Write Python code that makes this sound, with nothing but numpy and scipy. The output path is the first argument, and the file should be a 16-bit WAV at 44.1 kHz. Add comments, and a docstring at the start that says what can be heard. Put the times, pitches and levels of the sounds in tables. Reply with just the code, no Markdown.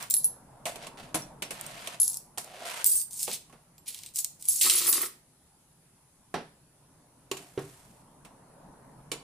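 """Coins scrape together on a desk, jingle in a hand and pour onto steel pellets in a plastic barrel,
among knocks on the desk, over a low rumble from outside, microphone hiss and a thin whine.
Coins, desk and barrel are sums of dying modes excited by blows or random grains; cracks, thuds and
rubbing are coloured noise. A small quiet room adds a tail; a close microphone pair hears it all."""
import sys
import numpy as np
from scipy import signal
from scipy.io import wavfile
from scipy.ndimage import uniform_filter1d

SR = 44100
rng = np.random.default_rng(int(sys.argv[2]) if len(sys.argv) > 2 else 0)


def to_wav(sig):
    """Store sig (one row per channel, or 1-D mono) as 16-bit WAV at the path in sys.argv[1].

    Samples outside -1..1 are clipped; the rate is SR.
    """
    pcm = np.clip(np.atleast_2d(sig), -1, 1) * 32767
    pcm = np.round(pcm).astype(np.int16)
    wavfile.write(sys.argv[1], SR, pcm.T)  # frames by channels


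N = 407029  # samples


def gain_of(db):
    """Decibel law: amplitude is ten to the power dB / 20."""
    return 10 ** (np.asarray(db) / 20)


def evened(x):
    """Power normalisation: scale to rms 1."""
    return x / np.sqrt(np.mean(x ** 2) + 1e-20)


def read(points, hz):
    """Logarithmic pitch scale: interpolate a curve over log frequency."""
    f, value = np.transpose(points)
    return np.interp(np.log(hz + 1), np.log(f + 1), value)


def add(mix, s, sound, pan_db):
    """Superposition: add a sound at s seconds, with a level difference between the sides."""
    part = mix[:, round(s * SR):][:, :sound.shape[1]]
    part += sound[:, :part.shape[1]] * gain_of([[pan_db / 2], [-pan_db / 2]])


def causal(points):
    """Minimum phase: the response with this spectrum whose energy comes earliest, energy 1."""
    log_gain = np.log(gain_of(read(points, abs(np.fft.fftfreq(2048, 1 / SR)))))
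    h = np.fft.ifft(np.exp(np.conj(signal.hilbert(log_gain)))).real[:1024]
    return h / np.linalg.norm(h)


def ring(hz, db, t60, t, lag=0):
    """Modal superposition: a sum of exponentially dying sines; lag shifts their phases."""
    envelopes = gain_of(db[:, None] - 60 * t / t60[:, None])
    return (envelopes * np.sin(2 * np.pi * hz[:, None] * t + lag)).sum(0)


def nearest(hz, near_hz, fall_db):
    """Selective excitation: a blow that favours one pitch drives distant modes less, in dB."""
    return -fall_db * abs(np.log2(hz / near_hz)) ** .5


def grains(per_s, spread_db):
    """Shot noise: sparse clicks of random sign on two sides; a few are large."""
    size = gain_of(spread_db * np.minimum(rng.exponential(1, (2, N)), 4))
    size = size * rng.choice([-1., 1.], (2, N))
    return size * (rng.random((2, N)) < per_s / SR)


def spread(x, cross):
    """Crosstalk: each side also hears a share of the other; rms 1."""
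    return evened(x + cross * x[::-1])


def burst(colour, noise, t60, same):
    """Transient contact noise: coloured, partly alike on two sides, dying fast, peak 1."""
    pair, same = noise.reshape(2, -1), np.clip(same, 0, 1)
    pair = np.array([pair[0], same * pair[0] + np.sqrt(1 - same ** 2) * pair[1]])
    t = np.arange(pair.shape[1]) / SR
    x = signal.oaconvolve(pair * gain_of(-60 * t / t60), causal(colour)[None])[:, :len(t)]
    return x / abs(x).max()


def gestures(rows, rise_s, fade_db_per_s, column=None):
    """Power addition of overlapping gestures: rise, even drift, fade; column adds its dB."""
    t, power = np.arange(N) / SR, np.zeros(N)
    for row in rows:
        start, length, level_db, change_db = row[:4]
        since = t - start
        db = level_db + change_db * np.clip(since / max(length, 1e-3), 0, 1)
        db = db - fade_db_per_s * np.maximum(since - length, 0)
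        share_db = row[column] if column else 0
        power += (np.clip(since / max(rise_s, 1e-4), 0, 1) * gain_of(db + share_db)) ** 2
    return np.sqrt(power)


# Likeness of the two sides. Each row: frequency in Hz, left-right correlation.
LIKENESS = [(60, 0.94), (180, 0.989), (550, 0.69), (1650, 0.42), (4970, -0.25), (15000, 0.16)]


def wash(points, patchy_db):
    """Partly coherent noise: random short-time spectra with drifting patches, rms 1."""
    frames, hz = N // 512 + 5, np.fft.rfftfreq(2048, 1 / SR)
    a, b, c, d, patches = rng.standard_normal((frames, 1025, 5)).T
    patches = evened(uniform_filter1d(uniform_filter1d(patches, 16, 0), 6, 1))
    same = np.clip(read(LIKENESS, hz), -1, 1)[:, None]
    left = a + 1j * b
    z = np.array([left, same * left + np.sqrt(1 - same ** 2) * (c + 1j * d)])
    z *= gain_of(read(points, hz)[:, None] + patchy_db * patches)
    return evened(signal.istft(z, nperseg=2048, noverlap=1536)[1][:, :N])


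# Spectra of hiss and rumble. Each row: frequency in Hz, relative density in dB.
HISS_SPECTRUM = [(15, -44), (25, -21), (48, -5), (111, -6.5), (146, 3), (207, -10), (377, -11),
                 (597, -34.5), (783, -34.5), (1210, -20), (3040, -24.5), (7640, -23), (10000, -16.5),
                 (14700, -39.5), (16300, -50)]
RUMBLE_SPECTRUM = [(15, -36.5), (25, -1), (102, -18.5), (136, 0.5), (204, -8), (238, -5.5), (364, -13.5),
                   (624, -10.5), (728, -11), (936, -9.5), (1200, -18), (1500, -22.5), (3250, -43),
                   (5500, -120)]
# Swell of the rumble. Each row: time in seconds, level in dB.
RUMBLE_SWELL = [(0.0, -58), (1.0, -49.5), (1.85, -54), (2.3, -61), (4.5, -67), (6.042, -69), (7.6, -60.5),
                (8.601, -53.5), (9.23, -54.5)]
# Whine of electronics. Each row: frequency in Hz, bandwidth in Hz, a level in dB that is not used.
WHINE_BAND = [(10200, 78, 0)]
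HISS_DB, WHINE_DB = -63.5, -79.5


def background():
    """Stationary noise, hiss and a narrow-band whine, under a rumble that swells and fades."""
    hz, width, _ = WHINE_BAND[0]
    resonance = signal.iirpeak(hz, hz / max(width, 5), SR)
    whine = signal.lfilter(*resonance, rng.standard_normal((2, N)))
    swell_db = np.interp(np.arange(N) / SR, *np.transpose(RUMBLE_SWELL))
    rumble = gain_of(swell_db) * wash(RUMBLE_SPECTRUM, 2.0)
    hiss = gain_of(HISS_DB) * wash(HISS_SPECTRUM, 1.8)
    return hiss + gain_of(WHINE_DB) * spread(whine, .3) + rumble


# Reverberation. Each row: frequency in Hz, time to fall by 60 dB in seconds.
ROOM_DECAY = [(150, 0.58), (600, 0.23), (2000, 0.39), (6000, 0.35), (15000, 0.28)]


def room(x):
    """Diffuse reverberation: random taps, one in every 20 samples, each band dying at its own speed."""
    taps = np.zeros((2, SR // 2))
    at = np.arange(120, SR // 2 - 20, 20) + rng.integers(0, 20, (2, (SR // 2 - 121) // 20))
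    np.put_along_axis(taps, at, rng.choice([-1., 1.], at.shape), 1)
    hz, t, z = signal.stft(taps, SR, nperseg=256)
    tail = signal.istft(z * gain_of(-60 * t / read(ROOM_DECAY, hz)[:, None]), SR, nperseg=256)[1]
    low = signal.sosfiltfilt(signal.butter(2, 600, fs=SR, output="sos"), tail)
    tail = tail - low + low[0]  # long waves reach both ports alike
    return signal.oaconvolve(x.mean(0)[None], tail / np.linalg.norm(tail[0]), axes=1)[:, :N]


# Taps of a metal tool rocking on the desk. Each row: start in seconds, level in dB before an offset.
TAPS = [(7.3156, -11.5), (7.369, -26), (9.1165, -14), (9.1393, -23)]
# Modes of the tool. Each row: frequency in Hz, relative level in dB, 60 dB decay time in seconds.
TOOL_MODES = [(1120, -14, 0.035), (2040, -16, 0.028), (2994, 1, 0.02), (3957, -12, 0.047),
              (4460, -0.5, 0.017), (5600, -12, 0.035), (7070, -0.5, 0.02)]


def tool():
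    """Modes of a stiff body: short rings, a little different at each tap."""
    out, t = np.zeros((2, N)), np.arange(round(.1 * SR)) / SR
    hz, db, t60 = np.transpose(TOOL_MODES)
    for (s, level_db), luck in zip(TAPS, rng.standard_normal((len(TAPS), len(TOOL_MODES)))):
        tone = ring(hz, db - 17.0 + 0.28 * luck, t60, t)
        add(out, s, gain_of(level_db) * np.array([tone, tone]), -3.0)
    return out


# Blows on the desk. Each row: start in seconds, level in dB, favoured frequency in Hz, then
# thud and slap in dB over that level, and boom of the whole desk in dB before an offset.
BLOWS = [(0.655, -25.5, 614, -13.5, 7.5, -37), (0.674, -38, 604, -25, 8, -27),
         (0.757, -25, 676, -10, -0.5, -38), (0.868, -29, 676, -9, 4, -33),
         (1.144, -12.5, 248, -10.5, -3, -18), (1.422, -26, 664, -7, 8.5, -32),
         (1.507, -25, 580, -14, 1.5, -26), (1.873, -21, 690, -20.5, 2, -42),
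         (2.375, -20.5, 720, -18.5, -3.5, -27), (3.278, -22.5, 615, -7.5, -2.5, -27),
         (3.496, -45, 780, -9.5, -2, -12), (3.526, -44.5, 357, 1.5, 0, -12),
         (6.341, -16.5, 467, -2.5, -11, -25), (7.3137, -17, 357, -12.5, -0.5, -37),
         (7.37, -37.5, 272, -2.5, 8.5, -19), (7.576, -15, 360, -13, -26, -12),
         (8.249, -42.5, 578, -0.5, 5.5, -18), (9.117, -22.5, 440, -6.5, 4.5, -27),
         (9.14, -34, 426, -9.5, -8, -26)]
# Modes of the desk. Each row: frequency in Hz, relative level in dB, decay time in seconds before scaling.
DESK_MODES = [(144, 0, 0.21), (186, -2.5, 0.11), (280, -10, 0.058), (312.4, 10, 0.18), (385.3, 17, 0.085),
              (429.5, 8, 0.085), (550, 0, 0.068), (615, 15, 0.051), (788, 23, 0.028), (1101, 20, 0.092),
              (2070, -39, 0.054), (3100, 5, 0.059)]
# Spectra of thud and slap. Each row: frequency in Hz, relative density in dB.
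THUD_SPECTRUM = [(59, -24.5), (100, -21), (156, -5.5), (305, -9.5), (444, -7), (705, -8.5), (822, -11),
                 (1140, -14), (6000, -32.5), (7800, -85.5), (13200, -120)]
SLAP_SPECTRUM = [(880, -62.5), (1500, -21), (2300, 11), (4780, 0.5), (9060, 4.5), (14600, -11),
                 (15400, -15.5), (16300, 7.5)]
RING_LENGTH, LINGER_PER_THUD = 1.45, 0.031  # a fleshy blow that thuds more lasts longer


def knocks():
    """Impact on a plate: slap of contact noise, dense thud, and the modes nearest the blow's pitch."""
    out, t = np.zeros((2, N)), np.arange(round(.3 * SR)) / SR
    hz, db, t60 = np.transpose(DESK_MODES)
    draws = rng.standard_normal((len(BLOWS), len(DESK_MODES) + 32000))
    for (s, level_db, near_hz, thud_db, slap_db, boom_db), draw in zip(BLOWS, draws):
        luck, low, high = np.split(draw, [len(hz), len(hz) + 20000])
        length = max(RING_LENGTH + LINGER_PER_THUD * thud_db, .1)
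        share_db = db + nearest(hz, near_hz, 23) + 3.34 * luck
        share_db[0] = boom_db + 10.5  # the whole desk flexes as far as the blow is heavy
        body = ring(hz, share_db - 13.0, 0.53 * t60 * length, t) * (1 - np.exp(-t / 0.0035))
        thud = burst(THUD_SPECTRUM, low, 0.16 * length, 0.87)
        slap = burst(SLAP_SPECTRUM, high, 0.063 * length, 0.2)
        add(out, s, gain_of(level_db) * np.array([body, body]), -1.5)
        add(out, s, gain_of(level_db + thud_db) * thud, -1.5)
        add(out, s, gain_of(level_db + slap_db) * slap, -1.5)
    return out


# Coins landing in the barrel, first heap, then stream. Each row: start in seconds, length in
# seconds, level in dB, change over the length in dB.
LANDINGS = [(4.646, 0.057, -31.5, -12.5), (4.71, .33, -43, 1.5)]
# Modes of the barrel. Each row: frequency in Hz, relative level in dB, 60 dB decay time in seconds.
BARREL_MODES = [(359.5, -4.5, 0.045), (465, -7.5, 0.019), (780, 3, 0.0028), (1124, -2, 0.019),
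                (1274, -3.5, 0.026), (1845, 2.5, 0.0066)]


def barrel():
    """Forced vibration: each landing thumps the wall and the air of the barrel."""
    hz, db, t60 = np.transpose(BARREL_MODES)
    t = np.arange(round(.12 * SR)) / SR
    thump = np.gradient(ring(hz, db - 20 * np.log10(hz), t60, t))  # only a changing push radiates
    hits = spread(grains(500, 5.4), 0.85) * gestures(LANDINGS, rise_s=0.004, fade_db_per_s=297)
    return signal.oaconvolve(hits, thump[None] / np.linalg.norm(thump))[:, :N]


# Coins and skin dragged on the desk. Each row: start in seconds, length in seconds, level in dB,
# change over the length in dB, extra treble in dB, desk drone in dB relative to the level.
STROKES = [(0.0, 0.035, -47.5, 3, 3, -4), (0.66, 0.0058, -34.5, -2, 5, 8.5),
           (0.78, 0.069, -61, 12, -7, 5.5), (0.972, 0.17, -50.5, -22, -4, 6.5),
           (1.15, 0.024, -35.5, -12, 9.5, 4.5), (1.425, 0.008, -39.5, -6.5, -3, -1),
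           (1.506, 0.018, -42.5, -3.5, 5, 0), (1.55, 0.39, -51, 2.5, -1, 0.5),
           (2.38, 0.012, -35, -12.5, 11, 1.5), (2.44, 0.22, -61, 11, -3, 10),
           (2.65, 0.17, -43.5, -0.5, 1.5, -2.5), (6.36, 0.0092, -49, -6, -13.5, 0),
           (7.33, 0.48, -58.5, -18.5, 7, 5), (7.59, 0.42, -59, -13.5, 7.5, -3)]


def strokes(column=None):
    """Envelope of friction: the gain of the strokes over time."""
    return gestures(STROKES, rise_s=0.0017, fade_db_per_s=331, column=column)


# Spectrum of the rub. Each row: frequency in Hz, relative density in dB.
SCRAPE_SPECTRUM = [(530, -30), (900, 3.5), (1130, -2), (1550, -3), (2650, -4), (5970, -13.5), (9120, -11.5),
                   (13400, -21.5), (16300, -41)]


def slide():
    """Stick-slip friction: coarse slips; catching rims add treble and the desk top drones."""
    judder = evened(uniform_filter1d(rng.standard_normal(N), 500))
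    slips = spread(grains(2000, 2.2), 0.11) * gain_of(3.5 + 1.47 * judder)
    rub = signal.oaconvolve(slips, causal(SCRAPE_SPECTRUM)[None])[:, :N]
    high = signal.sosfilt(signal.butter(2, 5000, "high", fs=SR, output="sos"), rub)
    drone = signal.lfilter(*signal.iirpeak(680, 3.5, SR), slips.mean(0) * strokes(column=5))
    return (rub - high) * strokes() + high * strokes(column=4) + gain_of(14.5) * drone


# Shakes of the handful. Each row: start in seconds, length in seconds, level in dB, change over
# the length in dB, dull clacks and coin ringing in dB relative to the level.
SHAKES = [(0.098, 0.11, -32, -14, -18, -1), (0.231, .04, -34, -12.5, -32, -5),
          (1.997, .18, -30.5, -11.5, -33, -10), (2.849, 0.17, -27, -9.5, -24, 4.5),
          (3.104, 0.079, -43.5, 6, -19, -16), (3.188, 0.056, -34.5, 4.5, -15.5, -14),
          (3.265, .08, -43, 9, 0, -11), (3.856, .03, -56.5, 18.5, -1.5, -14),
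          (3.892, .2, -47.5, -6.5, -1.5, -8), (4.134, .035, -49, 21.5, -18, -21),
          (4.181, .03, -25, -9.5, -17, -2.5), (4.238, .03, -37.5, -16, -14, -8),
          (4.392, .09, -49.5, 6, -14, -14.5), (4.479, 0.13, -26.5, -5, -21.5, -3),
          (4.608, 0.27, -23, -7.5, -3, -1.5), (4.866, .05, -25.5, -7.5, -15.5, 8.5),
          (4.922, .14, -25.5, -13, -7, 0.5)]


def shakes(column=None):
    """Envelope of agitation: the gain of the shakes over time."""
    return gestures(SHAKES, rise_s=.005, fade_db_per_s=549.5, column=column)


# Contact of metal on metal. Each row: frequency in Hz, relative density in dB.
CRACK_SPECTRUM = [(710, -65), (1200, -52), (3500, -20.5), (3950, -16), (8210, -2), (9050, -2), (12800, -13),
                  (14600, -11), (15100, -8.5), (16300, -48.5)]


def chinks(count, per_s, low_hz, high_hz, t60):
    """Contact damping: coins pressed among others ring very briefly, each at its own pitch."""
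    hits = spread(grains(per_s, 6.1), 0.51) * shakes()
    t, which = np.arange(round(.06 * SR)) / SR, rng.integers(0, count, N)
    out = np.zeros((2, N))
    for k, (place, damping) in enumerate(rng.random((count, 2))):
        hz = low_hz * (high_hz / low_hz) ** ((k + place) / count)
        tone = gain_of(-60 * t / (t60 * (.5 + damping))) * np.sin(2 * np.pi * hz * t)
        tone *= gain_of(read(CRACK_SPECTRUM, hz)) / np.linalg.norm(tone)
        out += signal.oaconvolve(hits * (which == k), tone[None])[:, :N]
    return out


# Flat faces meeting. Each row: frequency in Hz, relative density in dB.
CLACK_SPECTRUM = [(900, -32.5), (2300, -2), (2900, -0.5), (4200, 3), (4800, 1.5), (5600, -0.5), (9000, -13)]
# Modes of the coins in the handful. Each row: frequency in Hz.
COIN_PITCHES = [4790, 5600, 6930, 7560, 8190, 8380, 8535, 9627, 10300, 10640, 11005, 11095, 11190, 11825,
                12917, 14493, 14720, 14888]
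# The same modes in order. Each row: relative level in dB, 60 dB decay time in seconds before scaling.
COIN_MODES = [(-8.5, 0.18), (-15, 0.0973), (-18, 0.1), (-3, 0.28), (-2.5, 0.067), (-14.5, 0.2),
              (-4.5, 0.246), (-10.5, 0.054), (-1.5, .1), (-9.5, 0.029), (6, 0.11), (1.5, 0.16),
              (-6.5, 0.11), (-1.5, 0.15), (-6, .08), (1, .1), (-20, 0.13), (-4.5, 0.15)]


def jingle():
    """Random impacts: small cracks and duller clacks in clumps; some hits set a coin mode ringing."""
    clumps = gain_of(1.3 * evened(uniform_filter1d(rng.standard_normal(N), 350)))
    cracks = spread(grains(2200, 4.3), 0.45) * clumps * shakes()
    cracks = signal.oaconvolve(cracks, causal(CRACK_SPECTRUM)[None])
    clacks = spread(grains(600, 0.65), 0.5) * clumps * shakes(column=4)
    clacks = signal.oaconvolve(clacks, causal(CLACK_SPECTRUM)[None])
    out = gain_of(-3.0) * (gain_of(-1.0) * cracks + clacks)[:, :N]
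    ringing = evened(grains(400, 1.9)) * clumps * shakes(column=5)
    t, which = np.arange(round(.25 * SR)) / SR, rng.integers(0, len(COIN_MODES), ringing.shape)
    for k, (hz, (db, t60)) in enumerate(zip(COIN_PITCHES, COIN_MODES)):
        tone = gain_of(-60 * t / (.45 * t60)) * np.sin(2 * np.pi * hz * t)
        rung = signal.oaconvolve(ringing * (which == k), tone[None] / np.linalg.norm(tone))[:, :N]
        out += gain_of(db - 1.5) * (rung + 0.35 * np.roll(rung[::-1], 3, axis=1))
    return out


# Coin against coin. Each row: start in seconds, level in dB, favoured frequency in Hz,
# ringing in dB relative to the level.
COIN_HITS = [(0.0267, -23.5, 14900, -17), (0.1006, -18, 14900, -7), (0.1087, -9, 7770, -15),
             (0.1399, -3, 11100, -14), (0.15, -22, 14650, -6), (0.1668, -17, 11080, -3),
             (0.244, -10, 11100, -6), (0.827, -51, 5550, 5), (1.1484, -18.5, 10500, -8),
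             (1.221, -41, 5600, 0), (1.45, -46, 5600, 0), (1.5094, -33, 10620, -7),
             (1.6115, -20.5, 9300, -18), (1.665, -21.5, 8600, -19), (2.001, -11.5, 11000, -4),
             (2.0171, -8, 10900, -11), (2.031, -12, 10860, -7), (2.0794, -12.5, 11040, -11),
             (2.0993, -20, 11000, -10), (2.1434, -15.5, 8160, -16), (2.1713, -18, 11000, -15),
             (2.445, -29.5, 11100, -32), (2.844, -2.5, 10800, -21), (2.8624, -9, 8300, -5.5),
             (2.8977, -26, 8380, -4), (2.9161, -21, 8530, 0), (2.955, -22, 9000, 1),
             (3.0152, -16, 8650, -16), (3.1318, -25, 8800, -14), (3.1948, -19, 8170, -16),
             (3.23, -10.5, 10900, -23), (3.332, -26, 9300, -8), (3.781, -43, 7100, -13),
             (3.8806, -32.5, 11200, -2), (3.9454, -23.5, 11100, -23), (3.9895, -29.5, 8800, -21),
             (4.0346, -28, 6480, -23), (4.062, -28.5, 8400, -15.5), (4.159, -14.5, 8140, -28),
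             (4.189, -12, 15160, -23), (4.2458, -9, 8400, -25), (4.4248, -24, 15070, -28.5),
             (4.4542, -21.5, 11100, -13.5), (4.4862, -9, 10900, -5), (4.563, -19, 11090, -11),
             (4.6122, -11.5, 7560, -7.5), (4.6222, -12, 7670, -17), (4.6334, -13, 7950, -17),
             (4.649, -15, 7420, -15), (4.663, -12.5, 7450, -12), (4.6804, -35, 10530, -14),
             (4.6981, 0, 8020, -13), (4.7084, -8, 11140, -16), (4.737, -11, 7300, -14.5),
             (4.7534, -23, 9620, 3.5), (4.8678, -12, 11040, -14), (4.928, -3.5, 12900, -17),
             (5.017, -17, 12460, -8)]
CLACK_DB = -5.5  # of a clink, over the dull share of the latest shake begun by then
DISC_RATIO = 1.735  # second over first mode of a free disc


def clinks():
    """Modal impact: a crack and a clack, then the coin rings; a gripped coin rings faint and short."""
    out, t, hz = np.zeros((2, N)), np.arange(round(.4 * SR)) / SR, np.array(COIN_PITCHES)
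    db, t60 = np.transpose(COIN_MODES)
    draws = rng.standard_normal((len(COIN_HITS), 2 * len(COIN_MODES) + 4801))
    starts, dull_db = np.transpose(SHAKES)[[0, 4]]
    for (s, level_db, near_hz, ring_db), draw in zip(COIN_HITS, draws):
        latest_shake = max(np.searchsorted(starts, s + .01) - 1, 0)
        clack_db = CLACK_DB + dull_db[latest_shake]
        pan_db = 0.54 * draw[-1] - 0.6  # a small random level difference between the sides
        luck, lag, bright, dull = np.split(draw[:-1], [len(hz), 2 * len(hz), 2 * len(hz) + 2400])
        partners = [nearest(hz, near_hz * DISC_RATIO ** k, 89) - 11.0 * k for k in (0, 1)]
        share_db = db + np.max(partners, axis=0) + 3.2 * luck
        mode_db = share_db - share_db.max() + ring_db
        mode_t60 = t60 * np.clip(1.0 + ring_db / 28, .3, 1.3)
        left = ring(hz, mode_db, mode_t60, t)
        # random phases on the right make the ringing wide
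        right = ring(hz, mode_db, mode_t60, t, 2.14 * lag[:, None])
        # a stamped disc splits each mode in two
        twins = ring(hz * (1 + 0.014 * lag), mode_db - 4.5, mode_t60, t)
        tone = np.array([left + twins, right - twins])
        add(out, s, gain_of(level_db) * tone, pan_db)
        add(out, s, gain_of(level_db - 1.5) * burst(CRACK_SPECTRUM, bright, .006, .45), pan_db)
        add(out, s, gain_of(level_db + clack_db) * burst(CLACK_SPECTRUM, dull, .03, .9), pan_db)
    return out


def scene():
    """Superposition of direct sound, reverberation and background."""
    pressed = chinks(count=24, per_s=1300, low_hz=4210, high_hz=14740, t60=0.048)
    coins = clinks() + jingle() + gain_of(-3.0) * pressed
    desk = slide() + knocks() + tool() + barrel()
    near = coins + desk + room(gain_of(-9.5) * coins + gain_of(-7.5) * desk)
    return near * gain_of([[-.6], [.6]]) + background()


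def record(dry):
    """Saturation squeezes the loudest peaks; the treble falls steeply above 15 kHz to a band limit."""
    squeezed = 0.5 * np.tanh(dry / 0.37)
    fall_hz, fall_db = [0, 15000, 15500, 16200, SR / 2], [-4.0, -0.5, -17, -40.5, -40]
    soft = signal.firwin2(255, fall_hz, gain_of(fall_db), fs=SR)
    edge = signal.firwin(511, 16300, window=("kaiser", 9), fs=SR)
    return signal.oaconvolve(squeezed, np.convolve(soft, edge)[None], "same")


dry = scene()
out = record(dry)
to_wav(out)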